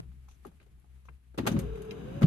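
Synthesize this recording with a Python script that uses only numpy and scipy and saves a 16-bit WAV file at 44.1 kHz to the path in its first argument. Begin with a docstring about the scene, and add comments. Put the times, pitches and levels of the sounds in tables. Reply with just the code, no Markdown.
"""Wiper sweep in a moving car

Bands of noise make the cabin floor and a wavering low tone with overtones makes the engine's hum.
A hand ticks on the trim and flicks the stalk: ringing modes and noise bursts, with grainy slides.
The wiper motor starts with thuds in the cowl and whines through one sweep, throbbing once a turn.
Rumble and hiss follow its linkage and blades, which land with a thump of short, low panel tones."""
import sys
import numpy as np
from scipy import signal
from scipy.fft import rfft, irfft
from scipy.io import wavfile

SR = 44100
rng = np.random.default_rng(int(sys.argv[2]) if len(sys.argv) > 2 else 0)


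def persist_wave(psi):
    """Save psi, clipped to +-1, as 16-bit WAV."""
    counts = np.round(np.clip(psi, -1, 1) * 32767).astype(np.int16)
    wavfile.write(sys.argv[1], SR, np.atleast_2d(counts).T)


def magnitude_from_level(level_db):
    """Linear magnitude for a level in decibels (20 dB per decade)."""
    exponent = np.asarray(level_db, float) / 20
    return 10 ** exponent


N = 100062

# All levels in the tables are relative: the layers trim them further.
# cabin floor over time: start_s, bass_db, treble_db
FLOOR_LEVELS = [(0.0, -65.5, -70.5), (0.06, -55, -76), (0.23, -68.5, -75), (0.446, -67.5, -74),
                (0.7, -65, -77.5), (1.002, -75.5, -77), (1.124, -70, -78), (1.36, -74, -78)]
# colour of the road rumble: freq_hz, density_db (per Hz)
FLOOR_BASS_COLOUR = [(12, -58), (20, -11), (48, -4), (70, -3), (92, -14.5), (195, -16), (238, -23.5),
                     (420, -32), (500, -46), (650, -81), (1100, -120)]
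# colour of the cabin hiss: freq_hz, density_db (per Hz)
FLOOR_TREBLE_COLOUR = [(180, 3), (300, -4.5), (484, -8.5), (550, -13), (698, -8), (873, -12), (1130, -11.5),
                       (1200, -11.5), (2420, -11), (5460, -22), (11700, -16.5), (13600, -26)]
# engine hum over time: start_s, pitch_hz, level_db
ENGINE_HUM = [(0.0, 61.2, -58), (0.09, 64.68, -45), (0.38, 64.86, -52.5), (0.5, 65.8, -51.5),
              (0.62, 64.34, -62), (0.7, 63.3, -52), (1.14, 65.4, -50.5), (1.2, 63.16, -63),
              (1.25, 62.9, -60.5), (1.3, 62.8, -50), (1.45, 62.97, -52), (1.58, 65.2, -39),
              (1.59, 61.7, -62), (1.62, 62.2, -38), (1.7, 54.9, -41), (1.84, 53.9, -48), (1.96, 62.8, -56),
              (2.03, 63.4, -51), (2.13, 57.4, -44), (2.15, 64.5, -54), (2.26, 61, -60)]
# engine overtones: multiple of the hum pitch, level_db
ENGINE_ORDERS = [(1, -4), (2, -17.5), (3, -26.5)]
# hand slides over the trim: start_s, length_s, level_db
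HAND_SLIDES = [(0.282, 0.083, -70), (1.051, 0.032, -74), (1.513, 0.022, -49)]
# resonances of the sliding friction: freq_hz, width_hz, level_db
SLIDE_RESONANCES = [(1220, 450, -6), (3800, 700, -1), (6100, 390, 14), (6700, 500, -6), (8900, 400, -6),
                    (11100, 300, -14)]
# ticks on trim, stalk and linkage: start_s, ring_db, ring_centre_hz, knock_db, bite_db, sizzle_db
TICK_HITS = [(.002, -63, 490, -54.5, -69, -99), (0.029, -54, 420, -61.5, -71.5, -94),
             (.116, -58.5, 1310, -79, -73, -88), (0.28, -55, 1000, -79, -84, -90),
             (.286, -52.5, 1057, -97, -67, -67.5), (0.311, -59, 6200, -74, -66, -68),
             (.4495, -38, 920, -50.5, -60.5, -63.5), (0.466, -51, 10200, -57.5, -65, -77),
             (.478, -58, 800, -68, -81, -80), (.514, -56, 780, -66, -90, -75),
             (.6, -51.5, 1930, -64, -68, -84), (.613, -59, 1500, -68, -70, -81),
             (.627, -62, 2400, -79, -75, -74), (0.662, -57, 447, -65, -75, -77),
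             (0.777, -75, 637, -75, -91, -91), (0.798, -63, 11500, -77, -95, -85),
             (0.842, -53.5, 740, -69, -96, -80), (1.052, -59, 1100, -66, -70, -73),
             (1.087, -42.5, 1810, -56, -73, -78), (1.343, -54, 1320, -52, -67, -72),
             (1.376, -38, 1290, -40.5, -44.5, -47), (1.38, -40, 900, -39.5, -45, -55.5),
             (1.383, -27, 805, -30.5, -41, -56), (1.454, -41, 1400, -37, -57, -82),
             (1.465, -39, 1180, -28.5, -37, -38), (1.471, -19.5, 1220, -29, -30.5, -35.5),
             (1.518, -50, 900, -53, -55, -56), (1.564, -49, 950, -37.5, -52, -91),
             (1.589, -50, 3000, -42, -47.5, -42.5), (1.755, -46.5, 2230, -53, -60, -61),
             (1.773, -43.5, 1150, -50, -63, -66), (1.819, -50.5, 11600, -61, -56, -57.5),
             (1.849, -58.5, 11570, -70, -67, -66), (1.909, -32, 3430, -52, -53, -58.5),
             (1.917, -41, 2280, -64, -69, -70), (2.084, -50, 1100, -63, -68, -74),
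             (2.211, -45, 1100, -38, -56, -59), (2.219, -29.5, 1470, -32, -44, -54.5),
             (2.228, -48, 795, -34.5, -40, -53.5)]
# noise bands of a tick (knock, bite, sizzle): low_hz, high_hz, t60_s
TICK_NOISE_BANDS = [(220, 1600, 0.087), (2020, 4870, 0.067), (5700, 21800, 0.057)]
# colour of the tick noise: freq_hz, density_db (per Hz)
PLASTIC_COLOUR = [(200, 14), (450, 16), (800, 6.5), (1300, 3), (2100, 1.5), (2900, 3.5), (5600, -6),
                  (6500, 3), (7600, -3), (9000, 1.5), (10300, -6), (11800, 5), (14000, -27)]
# ringing modes of the trim: freq_hz, level_db, t60_s
TRIM_MODES = [(412, -3, 0.11), (719, -3.5, 0.091), (833, 0.5, 0.056), (1075, -8, 0.048),
              (1233, -1.5, 0.051), (1400, -2, 0.045), (1576, 2.5, 0.036), (2096, -1.5, .04),
              (2410, 1.5, 0.033), (2700, 1.5, 0.033), (3000, -18, 0.057), (3140, -5, 0.045),
              (3920, -3, 0.036), (5070, -1, 0.028), (6000, -3.5, 0.057), (6670, -2.5, .05),
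              (10200, 2, 0.053), (11360, 6.5, 0.025)]
# running gear over time: start_s, cowl_rumble_db, blade_and_brush_hiss_db
GEAR_LEVELS = [(1.36, -53, -80), (1.376, -33, -82), (1.404, -25.5, -71), (1.43, -32.5, -59.5),
               (1.516, -29, -51), (1.56, -26.5, -56), (1.772, -48.5, -60.5), (1.792, -41, -58),
               (1.868, -50.5, -60.5), (1.92, -41, -57.5), (1.95, -42.5, -58.5), (2.192, -39.5, -55.5),
               (2.238, -27.5, -64.5), (2.26, -23, -51)]
# colour of the cowl rumble: freq_hz, density_db (per Hz)
RUMBLE_COLOUR = [(12, -51), (20, -22), (48, -12), (65, -4), (81, -6.5), (107, 0.5), (179, 1.5), (247, -4),
                 (360, -5.5), (470, -28), (790, -120)]
# colour of the blade and brush hiss: freq_hz, density_db (per Hz)
HISS_COLOUR = [(360, 5.5), (620, 0.5), (724, 2), (925, -7), (1000, -2), (1310, -6.5), (1590, -3.5),
               (1860, -12.5), (2960, -8.5), (3410, -16), (3830, -12.5), (4300, -29), (5020, -19.5),
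               (5490, -39), (6090, -20), (7390, -28.5), (10300, -30.5), (11600, -22), (13600, -47)]
# thuds and short knocks in cowl and dashboard: start_s, peak_db, pitch_hz
PANEL_THUDS = [(0.001, -41.5, 143), (0.018, -42.5, 130), (0.045, -46.5, 123), (0.14, -55.5, 148),
               (0.172, -53, 138), (0.21, -57, 128), (0.286, -51.5, 1080), (0.4494, -40.5, 1140),
               (0.456, -38, 380), (0.465, -45.5, 195), (0.474, -45, 233), (0.487, -48, 173),
               (1.055, -62, 1030), (1.0855, -42.5, 1110), (1.089, -52.5, 149), (1.095, -55, 790),
               (1.345, -54, 372), (1.382, -27, 268), (1.386, -30, 517), (1.399, -26, 217),
               (1.414, -40, 144), (1.433, -32, 284), (1.449, -32.5, 185), (1.463, -30, 130),
               (1.4709, -21.5, 1330), (1.481, -30, 224), (1.515, -24, 210), (1.542, -20.5, 230),
               (1.552, -30, 298), (1.559, -21.5, 172), (1.577, -23.5, 150), (1.613, -45, 106),
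               (1.633, -33, 166), (1.664, -35.5, 136), (1.781, -57, 159), (1.908, -38, 176),
               (2.04, -40.5, 202), (2.079, -37, 124), (2.115, -33, 180.2), (2.172, -33, 120),
               (2.2177, -20, 202), (2.2275, -26, 258), (2.2309, -17.5, 127), (2.2398, -9.5, 162),
               (2.259, -24, 162)]
# commutator whine pitch over time: start_s, pitch_hz
MOTOR_PITCH = [(1.46, 480), (1.5, 525), (1.55, 560), (1.6, 552), (1.63, 525), (1.66, 475), (1.69, 450),
               (1.75, 450), (1.79, 434), (1.88, 436), (1.95, 450), (2.0, 462), (2.06, 495), (2.12, 530),
               (2.18, 558), (2.22, 556), (2.27, 565)]
# whine loudness over time: start_s, level_db
WHINE_LEVELS = [(1.46, -58), (1.51, -52), (1.56, -41.5), (1.6, -45.5), (1.64, -47), (1.68, -48.5),
                (1.74, -44), (1.8, -45), (1.88, -44), (1.96, -44), (2.03, -52.5), (2.1, -48), (2.18, -45.5),
                (2.27, -42.5)]
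# whine partials: multiple of the rotor's turn, level_db
ROTOR_ORDERS = [(3, -14.5), (4, -13), (5, -11), (12, -0.5), (24, -27), (36, -25)]
# housing tone near 400 Hz over time: start_s, pitch_hz, level_db
HOUSING_TONE = [(1.62, 410.2, -50), (1.658, 415, -45), (1.674, 416.6, -49), (1.782, 412.9, -49),
                (1.834, 393.8, -51), (1.992, 421, -48.5), (2.004, 409, -63), (2.032, 401.3, -50.5),
                (2.2, 401, -63)]
# stereo likeness by frequency: freq_hz, likeness (1 = both channels the same)
STEREO_LIKENESS = [(60, 0.82), (110, 0.81), (200, 0.77), (360, 0.59), (660, -0.36), (1200, 0.22),
                   (2180, -0.027), (3960, 0.18), (7210, -0.15), (13100, -0.15)]
# stereo balance by frequency: freq_hz, left_minus_right_db
STEREO_LEAN = [(60, 2.5), (150, 4.5), (360, 3), (890, 4), (2180, 0), (5340, 4), (13100, -2)]


def rms_one(x):
    """Scale to rms 1."""
    return x / np.sqrt(np.mean(x ** 2) + 1e-20)


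def in_time(rows):
    """Glide each column of a table from point to point, one value per sample."""
    s, *columns = np.transpose(rows)
    return [np.interp(np.arange(N) / SR, s, c) for c in columns]


def at_hz(points, hz):
    """Read a spectrum table along a log frequency axis."""
    points = np.array(points)
    return np.interp(np.log(hz), np.log(points[:, 0]), points[:, 1])


def fade(seconds, length_s):
    """Straight ramp from 0 to 1 over length_s."""
    return np.clip(seconds / length_s, 0, 1)


def drift(rate_hz):
    """Random wander of rms 1: noise through two equal low-passes, drawn every 40 samples."""
    r = np.exp(-2 * np.pi * rate_hz * 40 / SR)
    noise = rng.standard_normal(N // 40 + 2002)
    slow = signal.lfilter([1], [1, -2 * r, r * r], noise)[2000:]  # drop the filter's settling
    return np.interp(np.arange(N) / 40, np.arange(len(slow)), rms_one(slow))


def coloured(spectrum, patchy_db, rate_hz):
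    """Two noises shaped to one spectrum and set to rms 1, then flickering together in level."""
    hz = np.maximum(np.arange(N // 2 + 1) * SR / N, 1)
    inside = (hz >= spectrum[0][0]) * (hz <= spectrum[-1][0])
    shape = magnitude_from_level(at_hz(spectrum, hz)) * inside
    noise = irfft(rfft(rng.standard_normal((2, N))) * shape, N)
    return rms_one(noise) * magnitude_from_level(patchy_db * drift(rate_hz))


def stack(pitch_hz, orders):
    """Sines on multiples of a moving pitch; returns their sum and the phase of the pitch."""
    phase = 2 * np.pi * np.cumsum(pitch_hz) / SR
    tone = sum(np.sqrt(2) * magnitude_from_level(db) * np.sin(k * phase) for k, db in orders)
    return tone, phase


def place(mid, side):
    """Stereo from mid and side, with channel likeness and left-right lean set by frequency."""
    hz = np.maximum(np.arange(N // 2 + 1) * SR / N, 10)
    alike = np.clip(at_hz(STEREO_LIKENESS, hz), -0.9, 1)
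    m = rfft(mid) * np.sqrt(1 + alike)
    s = rfft(side) * np.sqrt(1 - alike)
    lean = magnitude_from_level(at_hz(STEREO_LEAN, hz) / 2)  # half the difference on each channel
    return np.array([irfft((m + s) * lean, N), irfft((m - s) / lean, N)])


def cabin():
    """Road rumble and faint hiss: two coloured noises, the hiss flickering."""
    bass_db, treble_db = in_time(FLOOR_LEVELS)
    rumble = magnitude_from_level(bass_db + 6) * coloured(FLOOR_BASS_COLOUR, patchy_db=0, rate_hz=30)
    hiss = magnitude_from_level(treble_db + 3) * coloured(FLOOR_TREBLE_COLOUR, patchy_db=1, rate_hz=13)
    return rumble + hiss


def engine():
    """Engine hum: a low tone and two overtones, wavering in level."""
    pitch_hz, level_db = in_time(ENGINE_HUM)
    tone, _ = stack(pitch_hz, ENGINE_ORDERS)
    return tone * magnitude_from_level(level_db + 3 * drift(7.1))


def rubs():
    """Grainy friction noise in a few high resonances, sudden at first and fading over the slide."""
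    t = np.arange(N) / SR
    noise, friction, slide = rng.standard_normal((2, N)), 0, 0
    for hz, width_hz, db in SLIDE_RESONANCES:
        r, w = np.exp(-np.pi * width_hz / SR), 2 * np.pi * hz / SR
        band = signal.lfilter([1 - r * r], [1, -2 * r * np.cos(w), r * r], noise)
        friction = friction + magnitude_from_level(db) * band
    for s, length, db in HAND_SLIDES:
        fall = np.clip(1 - (t - s) / length, 0, 1) ** 0.47
        slide = slide + magnitude_from_level(db) * fade(t - s, 0.0035) * fall
    return rms_one(friction) * slide * magnitude_from_level(3 * drift(64))


def tick_noise(rows, at):
    """Contact noise of the ticks: three bands that die at their own pace, with a fainter cabin tail."""
    rise_s, lift_db = 0.0012, -2
    tail_db, tail_t60_s = -18.5, 0.24
    plastic, out = coloured(PLASTIC_COLOUR, patchy_db=1, rate_hz=4), 0
    rise = np.exp(-1 / (rise_s * SR))
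    for k, (low_hz, high_hz, t60) in enumerate(TICK_NOISE_BANDS):
        hits = np.full(N, 1e-18)  # tiny floor keeps the filters quick
        hits[at] = magnitude_from_level(rows[:, 3 + k] + lift_db)
        fall = signal.lfilter([1], [1, -magnitude_from_level(-60 / (t60 * SR))], hits)
        tail = signal.lfilter([1], [1, -magnitude_from_level(-60 / (tail_t60_s * SR))], hits)
        envelope = signal.lfilter([1 - rise], [1, -rise], fall + magnitude_from_level(tail_db) * tail)
        band = signal.butter(3, [low_hz, high_hz], "band", fs=SR, output="sos")
        out = out + envelope * rms_one(signal.sosfilt(band, plastic))
    return out


def tick_ring(rows, at):
    """Trim modes rung by soft contacts, each weaker the further it lies from the tick's centre."""
    ring_db, octave_loss_db = -10, 17.5  # loss one octave off centre, growing as octaves squared
    soft = np.exp(-1 / (0.00034 * SR))  # swell of a soft contact, 0.34 ms
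    shape, out = (len(rows), len(TRIM_MODES), 2), 0
    chance_db = rng.normal(0, 0.86, shape)
    sign = rng.choice([-1, 1], shape) ** np.arange(2)  # random sign on the side signal only
    for k, (hz, db, t60) in enumerate(TRIM_MODES):
        octaves = np.log2(hz / rows[:, 2])
        level_db = rows[:, 1] + ring_db + db - octave_loss_db * octaves ** 2
        hits = np.full((2, N), 1e-18)
        hits[:, at] = (magnitude_from_level(level_db[:, None] + chance_db[:, k]) * sign[:, k]).T * (-1) ** k
        r, w = magnitude_from_level(-60 / (t60 * SR)), 2 * np.pi * hz / SR
        contact = np.array([1, 0, -1]) * (1 - soft * soft) / 2
        hits = signal.lfilter(contact, [1, -2 * soft * np.cos(w), soft * soft], hits)
        out = out + signal.lfilter([0, np.sin(w)], [1, -2 * r * np.cos(w), r * r], hits)
    return out


def ticks():
    """Each tick sprays short noise and rings the trim modes near its centre."""
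    rows = np.array(TICK_HITS)
    at = (rows[:, 0] * SR).astype(int)
    return tick_noise(rows, at) + tick_ring(rows, at)


def gear():
    """Linkage rumble and rubber-on-glass hiss while the motor runs: two flickering noises."""
    rumble_db, hiss_db = in_time(GEAR_LEVELS)
    running = fade(np.arange(N) / SR - 1.378, 0.0034)
    rumble = magnitude_from_level(rumble_db - 5) * coloured(RUMBLE_COLOUR, patchy_db=1.5, rate_hz=18)
    hiss = magnitude_from_level(hiss_db + 4) * coloured(HISS_COLOUR, patchy_db=0.5, rate_hz=18)
    return running * (rumble + hiss)


def thuds():
    """A panel swells for about a cycle and dies in a few; the cabin booms after it."""
    decay_cycles = 5.85  # cycles in which the panel's exponential falls 60 dB
    boom_db, boom_hz, boom_t60_s = -24, 54, 0.21
    out, t = np.zeros(N + SR), np.arange(SR // 4) / SR
    boom = magnitude_from_level(boom_db - 60 * t / boom_t60_s) * np.sin(2 * np.pi * boom_hz * t)
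    for s, db, hz in PANEL_THUDS:
        x = t * hz * np.log(1000) / decay_cycles
        panel = x * np.exp(1 - x) * np.sin(2 * np.pi * hz * t)
        out[int(s * SR):][:len(t)] += magnitude_from_level(db) * (panel + boom)
    return out[:N]


def housing():
    """The motor housing hums along: one jittery sine that fades in and out."""
    t = np.arange(N) / SR
    pitch_hz, level_db = in_time(HOUSING_TONE)
    tone, _ = stack(pitch_hz * (1 + 0.01 * drift(28.8)), [(1, 0)])
    window = fade(t - HOUSING_TONE[0][0], 0.023) * fade(HOUSING_TONE[-1][0] - t, 0.032)
    return tone * magnitude_from_level(level_db + 2.3 * drift(17)) * window


def whine():
    """Tones on multiples of the rotor's turn, the commutator's loudest, swelling once per turn."""
    bars = 12  # commutator bars passed in one turn
    (pitch_hz,), (level_db,) = in_time(MOTOR_PITCH), in_time(WHINE_LEVELS)
    tone, turn = stack(pitch_hz / bars * (1 + 0.01 * drift(43)), ROTOR_ORDERS)
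    throb = 1 + 0.14 * np.sin(turn)
    start = fade(np.arange(N) / SR - MOTOR_PITCH[0][0], 0.04)
    return start * tone * throb * magnitude_from_level(level_db + 2.3 * drift(28))


def scene():
    """Noises and ticks spread as two signals; tones and thuds feed the side 130 samples late."""
    near = engine() + thuds() + whine() + housing()
    mid, side = cabin() + rubs() + ticks() + gear()
    return place(mid + near, side + np.roll(near, 130)) / np.sqrt(2)


def top_cut(x):
    """Nothing passes above the cut-off."""
    return signal.sosfilt(signal.butter(12, 13710, fs=SR, output="sos"), x)


def record(dry):
    """Hand on the finished mix."""
    return top_cut(dry)


dry = scene()
out = record(dry)
persist_wave(out)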